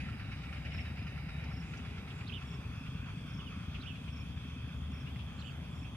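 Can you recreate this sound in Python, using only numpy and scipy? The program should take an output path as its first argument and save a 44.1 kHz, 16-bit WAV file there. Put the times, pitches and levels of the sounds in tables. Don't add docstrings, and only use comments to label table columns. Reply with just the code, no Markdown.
import sys
import numpy as np
from scipy import signal
from scipy.fft import rfft, irfft, next_fast_len
from scipy.io import wavfile
from scipy.ndimage import uniform_filter1d, map_coordinates

SR = 44100
rng = np.random.default_rng(int(sys.argv[2]) if len(sys.argv) > 2 else 0)


def store_wav(level_fs):
    pcm = np.round(np.clip(np.atleast_2d(level_fs), -1, 1) * 32767)
    wavfile.write(sys.argv[1], SR, pcm.T.astype(np.int16))


N = 262836
TIME = np.arange(N) / SR
TURN_START_S, TURN_END_S = 1.22, 3.14

# frequency_hz, left_right_correlation
STEREO_LIKENESS = [(40, 0.72), (70, 0.96), (130, 1), (290, 0.89), (640, 0.46), (1400, 0.72), (2500, 0.84),
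                   (4000, 0.39), (8000, 0.14), (15000, 0.048)]
# frequency_hz, relative_db
HISS_COLOUR_BEFORE = [(600, -31), (800, -8), (1000, -9), (1370, 2), (1650, -3), (2250, 2), (2850, 1.5),
                      (3350, -9.5), (3850, -4), (4250, -17), (4800, -9), (5400, -17.5), (6100, -25),
                      (7500, -40)]
HISS_COLOUR_AFTER = [(700, -23), (950, -4), (1120, 3.5), (1400, 2), (2000, -5.5), (2600, 5.5), (2950, -7),
                     (3400, 5), (3700, -8.5), (4050, -15), (4600, -10), (5700, -15), (6700, -20.5),
                     (7800, -41)]
MURMUR_COLOUR = [(200, 0.5), (330, -1.5), (480, -1.5), (620, -1), (800, -2), (1000, -4), (1400, -8.5)]
FIZZ_COLOUR = [(5000, -0.5), (7000, 1), (8100, -3), (8650, 4.5), (9200, -1.5), (10100, -3), (11100, 0),
               (12300, -7.5), (15600, -8.5)]
# frequency_hz, left_over_right_db
BALANCE_BEFORE = [(1000, 4.5), (1400, 0), (1650, -1), (2100, -7.5), (3100, 1.5), (3800, -4.5), (4700, 4),
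                  (6200, 9.5)]
BALANCE_AFTER = [(1000, 5), (1400, -5.5), (2100, 1.5), (2600, -2.5), (3100, -3), (4000, 3), (5000, 0),
                 (6600, 9.5)]
# time_s, relative_db
MURMUR_RIDE = [(0, -62), (.7, -58.5), (1.8, -60), (3.1, -63), (4.4, -64.5), (5.2, -61), (5.9, -62)]
# middle_s, level_db
INSECT_BUZZES = [(.8, -80), (2.18, -74), (2.5, -75), (5.44, -73), (5.77, -75)]
# time_s, base_pitch_hz, relative_db
FLICK_CONTOUR = [(0, 4064, -19), (.014, 3923, -6.5), (.021, 4060, -2), (.026, 5130, -11.5),
                 (.031, 3954, -4.5), (.038, 3340, -0.5), (.047, 2360, 3)]
# time_s, pitch_over_crest, relative_db
BUZZ_CONTOUR = [(0, .7, 5.5), (.012, .96, 1), (.02, 1.03, 3.5), (.042, .98, 1.5), (.057, .9, 2.5),
                (.074, 0.74, -10)]
# start_s, flick_db, flick_pitch_ratio, buzz_db, crest_hz
NEAR_CALLS = [(2.257, -48, 0.97, -50, 3290), (3.795, -52.5, 0.97, -53, 3150),
              (5.381, -54, 1.07, -56.5, 3156)]
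# start_s, start_pitch_hz, level_db
NEAR_SLURS = [(3.386, 3190, -55), (3.458, 3150, -53.5), (5.842, 2850, -58)]
FAR_WHISTLES = [(.8, 3710, -68), (1.29, 3720, -64)]
# start_s, start_pitch_hz, middle_chip_db, spacing_s
FAR_TRIPLETS = [(.731, 5630, -58.5, 0.034), (.98, 5240, -64, 0.041), (1.184, 5140, -67, 0.036),
                (1.526, 5650, -59.5, 0.035), (2.465, 5670, -63.5, 0.035), (3.293, 5700, -63, 0.036),
                (4.121, 5710, -61.5, 0.037), (4.927, 5680, -64.5, 0.035), (5.432, 4800, -69, 0.033),
                (5.748, 5660, -67, 0.036)]
# start_s,
# level_db, length_s, centre_hz
SOIL_SCRAPES = [(0.566, -52, 0.014, 2300), (0.653, -52, .024, 2470), (0.715, -47.5, 0.018, 2460),
                (0.774, -46, .03, 2340), (1.425, -51.5, 0.019, 2190), (1.439, -59.5, 0.0086, 5040),
                (1.77, -60, 0.011, 5500), (1.602, -72, 0.2, 6410), (2.099, -53, 0.017, 2820),
                (2.207, -52, 0.011, 2400), (2.856, -54, 0.021, 2450), (3.741, -48.5, 0.024, 2580),
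                (3.948, -53, .02, 2600), (4.076, -52.5, 0.016, 2620), (4.918, -66, 0.0035, 6300),
                (5.061, -53.5, 0.032, 2600), (5.157, -53.5, 0.011, 2300), (5.185, -53.5, 0.029, 2800)]
# frequency_hz, relative_db
WIND_COLOUR = [(22, -26), (34, -26), (45, -28), (54, -2.5), (90, -1), (116, -4), (130, -3), (165, -4.5),
               (186, -9), (202, -7.5), (218, -11.5), (245, -11), (320, -24), (450, -31.5)]
# time_s, level_db
WIND_RIDE = [(0, -39.5), (.2, -45.5), (.32, -44), (.55, -46), (.7, -42), (1, -45), (1.7, -44.5), (2.5, -46),
             (3.3, -43.5), (4.2, -44.5), (4.32, -41.5), (4.48, -46.5), (4.65, -44), (5.1, -44),
             (5.95, -43.5)]
# multiple_of_firing_rate, relative_db
ENGINE_OVERTONES = [(9, -1.5), (10, 2), (11, 1.5), (12, -4.5)]
# time_s, firing_rate_hz
DIESEL_RATE = [(0, 9.13), (1.1, 9.18), (1.5, 8.88), (2.6, 8.88), (3.2, 9.29), (3.7, 9.08), (4.4, 9.11),
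               (4.8, 8.85), (5.5, 8.65)]
# frequency_hz, relative_db
CLATTER_COLOUR = [(600, -33), (1150, -13), (1370, -11), (1560, -2.5), (1800, 2), (2050, -4), (2450, 4.5),
                  (2900, -2), (3400, -13.5), (5200, -14.5), (7000, -36.5)]
# start_s, rattle_relative_db, ring_relative_db
DIESEL_KNOCKS = [(0, -40.5, -57), (.086, -47, -43.5), (0.195, -42, -53), (0.317, -41, -49),
                 (0.432, -44, -48), (0.527, -42.5, -47), (0.649, -42, -52), (.742, -42, -47),
                 (0.849, -42, -54), (0.971, -43, -55), (1.067, -44.5, -55), (1.176, -46, -47),
                 (1.288, -43, -46), (1.396, -47, -56), (1.512, -47, -45.5), (1.624, -48, -55),
                 (1.736, -42.5, -44), (1.85, -46, -48), (1.977, -47, -49), (2.075, -46.5, -51),
                 (2.188, -48, -60), (2.415, -48.5, -48)]
# delay_s, pitch_hz, relative_db, attack_s
EXHAUST_THUMPS = [(0, 247, -3, 0.0044), (.007, 125, -1.5, .004), (.03, 158, 1, 0.0065),
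                  (.078, 114, 2, .005)]
# time_s, level_db
EXHAUST_RIDE = [(0, -48.5), (.7, -48.5), (2, -46.5), (3.3, -46), (3.8, -50), (4.75, -47), (5.9, -51.5)]


def amp(db):
    return 10 ** (np.asarray(db) / 20)


def unit(x):
    return x / np.sqrt(np.mean(x ** 2) + 1e-20)


def along(points, hz):
    knots_hz, values = np.transpose(points)
    return np.interp(np.log(hz + 1), np.log(knots_hz + 1), values)


def curve(rows):
    return np.interp(TIME, *np.transpose(rows))


def wobble(rate_hz):
    knots = rng.standard_normal(int(N * rate_hz / SR) + 4)
    coarse = np.linspace(0, N / SR, 8 * len(knots))
    return np.interp(TIME, coarse, map_coordinates(knots, [coarse * rate_hz]))


def filtered(x, response):
    size = next_fast_len(N + SR // 2)
    return irfft(rfft(x, size) * response(np.fft.rfftfreq(size, 1 / SR)), size)[..., :N]


def pan(lean_db):
    return amp(np.array([[.5], [-.5]]) * lean_db)


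def add(track, start_s, sound):
    part = track[..., max(0, round(start_s * SR)):][..., :sound.shape[-1]]
    part += sound[..., :part.shape[-1]]


def noise_bed(spectrum, balance=((1000, 0),), pulse=1):
    def colour(hz):
        width = np.arccos(np.clip(along(STEREO_LIKENESS, hz), -1, 1)) / 2
        band_limit = (hz > spectrum[0][0] / 2) / (1 + (hz / spectrum[-1][0] / 2) ** 10)
        return amp(along(spectrum, hz)) * band_limit * [np.cos(width), np.sin(width)]
    mid, side = filtered(pulse * rng.standard_normal((2, N)), colour)
    return unit(filtered(np.array([mid + side, mid - side]), lambda hz: pan(along(balance, hz))))


def band(centre_hz, octaves):
    bell = lambda hz: np.exp(-.5 * (np.log2((hz + 1) / centre_hz) / octaves) ** 2)
    return unit(filtered(rng.standard_normal((2, N)), bell))


def moving_air(x, depth_db):
    spectrogram = signal.stft(x, nperseg=512)[2]
    patches = uniform_filter1d(rng.standard_normal(spectrogram.shape[1:]), size=4, axis=0)
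    patches = unit(uniform_filter1d(patches, size=18, axis=1))
    return unit(signal.istft(spectrogram * amp(depth_db * patches), nperseg=512)[1][:, :N])


def from_left(x, lead_s=.00009):
    return filtered(x, lambda hz: np.exp(np.pi * 1j * hz * lead_s * np.array([[1], [-1]])))


def turn_angle():
    return np.interp(TIME, [TURN_START_S, TURN_END_S], [0, 1]) * np.pi / 2


def distant_air(fade_db_per_s=0.98):
    turned = turn_angle()
    before = amp(-53.2) * moving_air(noise_bed(HISS_COLOUR_BEFORE, BALANCE_BEFORE), depth_db=2)
    after = amp(-51.5) * moving_air(noise_bed(HISS_COLOUR_AFTER, BALANCE_AFTER), depth_db=1.86)
    chug = amp(-np.cos(2 * np.pi * firings()))
    fade = amp(0.57 * wobble(25.1) - fade_db_per_s * TIME)
    hiss = fade * (np.cos(turned) * before + np.sin(turned) * chug * after)
    murmur = amp(curve(MURMUR_RIDE) + 0.93) * moving_air(noise_bed(MURMUR_COLOUR), depth_db=1.5)
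    drone = amp(-71) * np.cos(turned) * band(768.6, octaves=0.046)[0]
    fizz = amp(-71) * moving_air(noise_bed(FIZZ_COLOUR), depth_db=3)
    return hiss + murmur * pan(0.68) + drone + fizz


def insects(full_s=3.37, rise_db_per_s=16, half_buzz_s=0.084):
    chorus_db = -63.5 - rise_db_per_s * np.maximum(full_s - TIME, 0)
    chorus = amp(chorus_db) * band(3270, octaves=0.1) * pan(-5)
    swells = sum(amp(db) * np.exp(-((TIME - s) / half_buzz_s) ** 4) for s, db in INSECT_BUZZES)
    return chorus + swells * band(7250, octaves=0.081)


def whistle(hz, edge, rasp):
    t = np.arange(len(hz)) / SR
    jitter = np.interp(t, np.arange(200) / 900, rng.standard_normal(200))
    envelope = signal.windows.tukey(len(t), edge)
    return envelope * np.sin(2 * np.pi * np.cumsum(hz * (1 + rasp * jitter)) / SR)


def glide(start_hz, rasp, length_s=0.0257, end_ratio=.915):
    return whistle(start_hz * np.linspace(1, end_ratio, int(length_s * SR)), edge=0.61, rasp=rasp)


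def contour(points):
    s, pitch, db = np.transpose(points)
    t = np.arange(int(s.max() * SR)) / SR
    return t, np.interp(t, s, pitch), np.interp(t, s, db)


def flick(pitch_ratio):
    t, hz, db = contour(FLICK_CONTOUR)
    jitter = np.interp(t, np.arange(100) / 1200, rng.standard_normal(100))
    hoarse = 1 + 0.068 * (hz / hz.max()) ** 2 * jitter
    return amp(db) * whistle(pitch_ratio * hz * hoarse, edge=0.11, rasp=0.041)


def buzz(crest_hz, warble_hz=115.8, warble_from_s=0.01365):
    t, pitch, db = contour(BUZZ_CONTOUR)
    cycles = (t - warble_from_s) * warble_hz
    warble = np.clip(2 * cycles, 0, 1) * np.sin(2 * np.pi * cycles)
    hz = crest_hz * pitch * (1 + 0.092 * warble)
    return amp(db - 3.5 * warble) * whistle(hz, edge=0.11, rasp=0.041)


def outdoors(x, wet_db, t60_s=0.15):
    t = np.arange(SR // 3) / SR
    tail = rng.standard_normal((2, len(t))) * amp(-60 * t / t60_s)
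    tail /= np.linalg.norm(tail[0])
    return x + amp(wet_db) * signal.fftconvolve(x[None], tail, axes=1)[:, :N]


def birds(buzz_delay_s=.061, swell_db=1):
    near, far = np.zeros((2, N))
    for s, flick_db, pitch_ratio, buzz_db, crest_hz in NEAR_CALLS:
        add(near, s, amp(flick_db) * flick(pitch_ratio))
        add(near, s + buzz_delay_s, amp(buzz_db) * buzz(crest_hz))
    for s, hz, db in NEAR_SLURS:
        add(near, s, amp(db) * glide(hz, rasp=0.019, length_s=0.0331, end_ratio=.86))
    for s, hz, db, spacing_s in FAR_TRIPLETS:
        add(far, s - 0.03, amp(db - 10) * glide(hz, rasp=0.027))
        for k in range(3):
            add(far, s + k * spacing_s, amp(db + (k - 1) * swell_db) * glide(hz, rasp=0.02))
    for s, hz, db in FAR_WHISTLES:
        add(far, s, amp(db) * glide(hz, rasp=0.015, length_s=.16, end_ratio=1.05))
    flutter = amp(wobble(200))
    return outdoors(flutter * near, wet_db=-5.5) * pan(-9) + outdoors(flutter * far, wet_db=-4)


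def soil(octaves=0.24):
    out = np.zeros((2, N))
    for s, db, length_s, centre_hz in SOIL_SCRAPES:
        age = np.arange(int(4 * length_s * SR)) / (length_s * SR / 2)
        edges_hz = [centre_hz * 2 ** -octaves, centre_hz * 2 ** octaves]
        grains = rng.laplace(size=(2, len(age)))
        scrape = signal.sosfilt(signal.butter(2, edges_hz, "bandpass", fs=SR, output="sos"), grains)
        add(out, s, amp(db) * age * np.exp(1 - age) * unit(scrape))
    return out


def wind(throb_depth=0.21):
    throb = 1 + throb_depth * np.cos(3 * 2 * np.pi * firings())
    return amp(curve(WIND_RIDE)) * noise_bed(WIND_COLOUR, pulse=throb)


def shaft_phase(rate_hz, drift):
    return 2 * np.pi * np.cumsum(rate_hz * (1 + drift * wobble(2))) / SR


def engine_hum(beat_s=3.78, crest_s=4.78, turn_lift_db=11):
    beat = 1 + 0.97 * np.cos(2 * np.pi * (TIME - crest_s) / beat_s)
    hum = amp(-49.5) * beat * np.sin(shaft_phase(74.4, drift=0.00809))
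    low_hum = amp(-55 + 3 * wobble(2.4)) * np.sin(shaft_phase(64.1, drift=0.0053))
    phase = shaft_phase(39.6, drift=0.0041)
    overtones = sum(amp(db + 3.2 * wobble(8.6)) * np.sin(k * phase + 0.74 * wobble(12))
                    for k, db in ENGINE_OVERTONES)
    overtones_db = -77 + turn_lift_db * np.sin(2 * turn_angle()) ** 2
    return hum + low_hum + amp(overtones_db) * overtones


def firings(first_s=.035):
    return np.cumsum(curve(DIESEL_RATE)) / SR - first_s * DIESEL_RATE[0][1]


def diesel_clatter(attack_s=0.0014, hold_s=0.0084, t60_s=0.19, ring_hz=1365, ring_t60_s=0.053):
    t = np.arange(SR // 4) / SR
    knock = (1 - np.exp(-t / attack_s)) * amp(-60 * np.maximum(t - hold_s, 0) / t60_s)
    ring = (1 - np.exp(-t / 0.0023)) * amp(-60 * t / ring_t60_s)
    rattle_envelope, casing = np.zeros((2, N))
    for s, rattle_db, ring_db in DIESEL_KNOCKS:
        add(rattle_envelope, s - attack_s, amp(rattle_db - 7) * knock)
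        add(rattle_envelope, s + 0.05, amp(rattle_db - 20) * knock)
        pitch_hz = ring_hz * (1 + 0.013 * rng.standard_normal())
        add(casing, s, amp(ring_db + 2.5) * ring * np.sin(2 * np.pi * pitch_hz * t))
    return rattle_envelope * noise_bed(CLATTER_COLOUR, BALANCE_BEFORE) + casing * pan(-1.7)


def diesel_exhaust(scatter_db=1.9, detune=0.039):
    count = firings()
    firing_times = np.interp(np.arange(int(count[-1]) + 1), count, TIME)
    t = np.arange(SR // 12) / SR
    out = np.zeros(N)
    for s in firing_times:
        for delay_s, hz, db, attack_s in EXHAUST_THUMPS:
            size, bend = rng.standard_normal(2)
            envelope = t / attack_s * np.exp(1 - t / attack_s)
            tone = np.sin(2 * np.pi * hz * (1 + detune * bend) * t)
            add(out, s + delay_s, amp(db + scatter_db * size) * envelope * tone)
    return amp(curve(EXHAUST_RIDE)) * unit(out)


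def scene():
    low_end = (wind() + diesel_exhaust() + engine_hum()) * pan(1.45)
    return from_left(low_end + distant_air() + diesel_clatter()) + soil() + birds() + insects()


def record(dry):
    return filtered(dry, lambda hz: hz < 15700)


dry = scene()
out = record(dry)
store_wav(out)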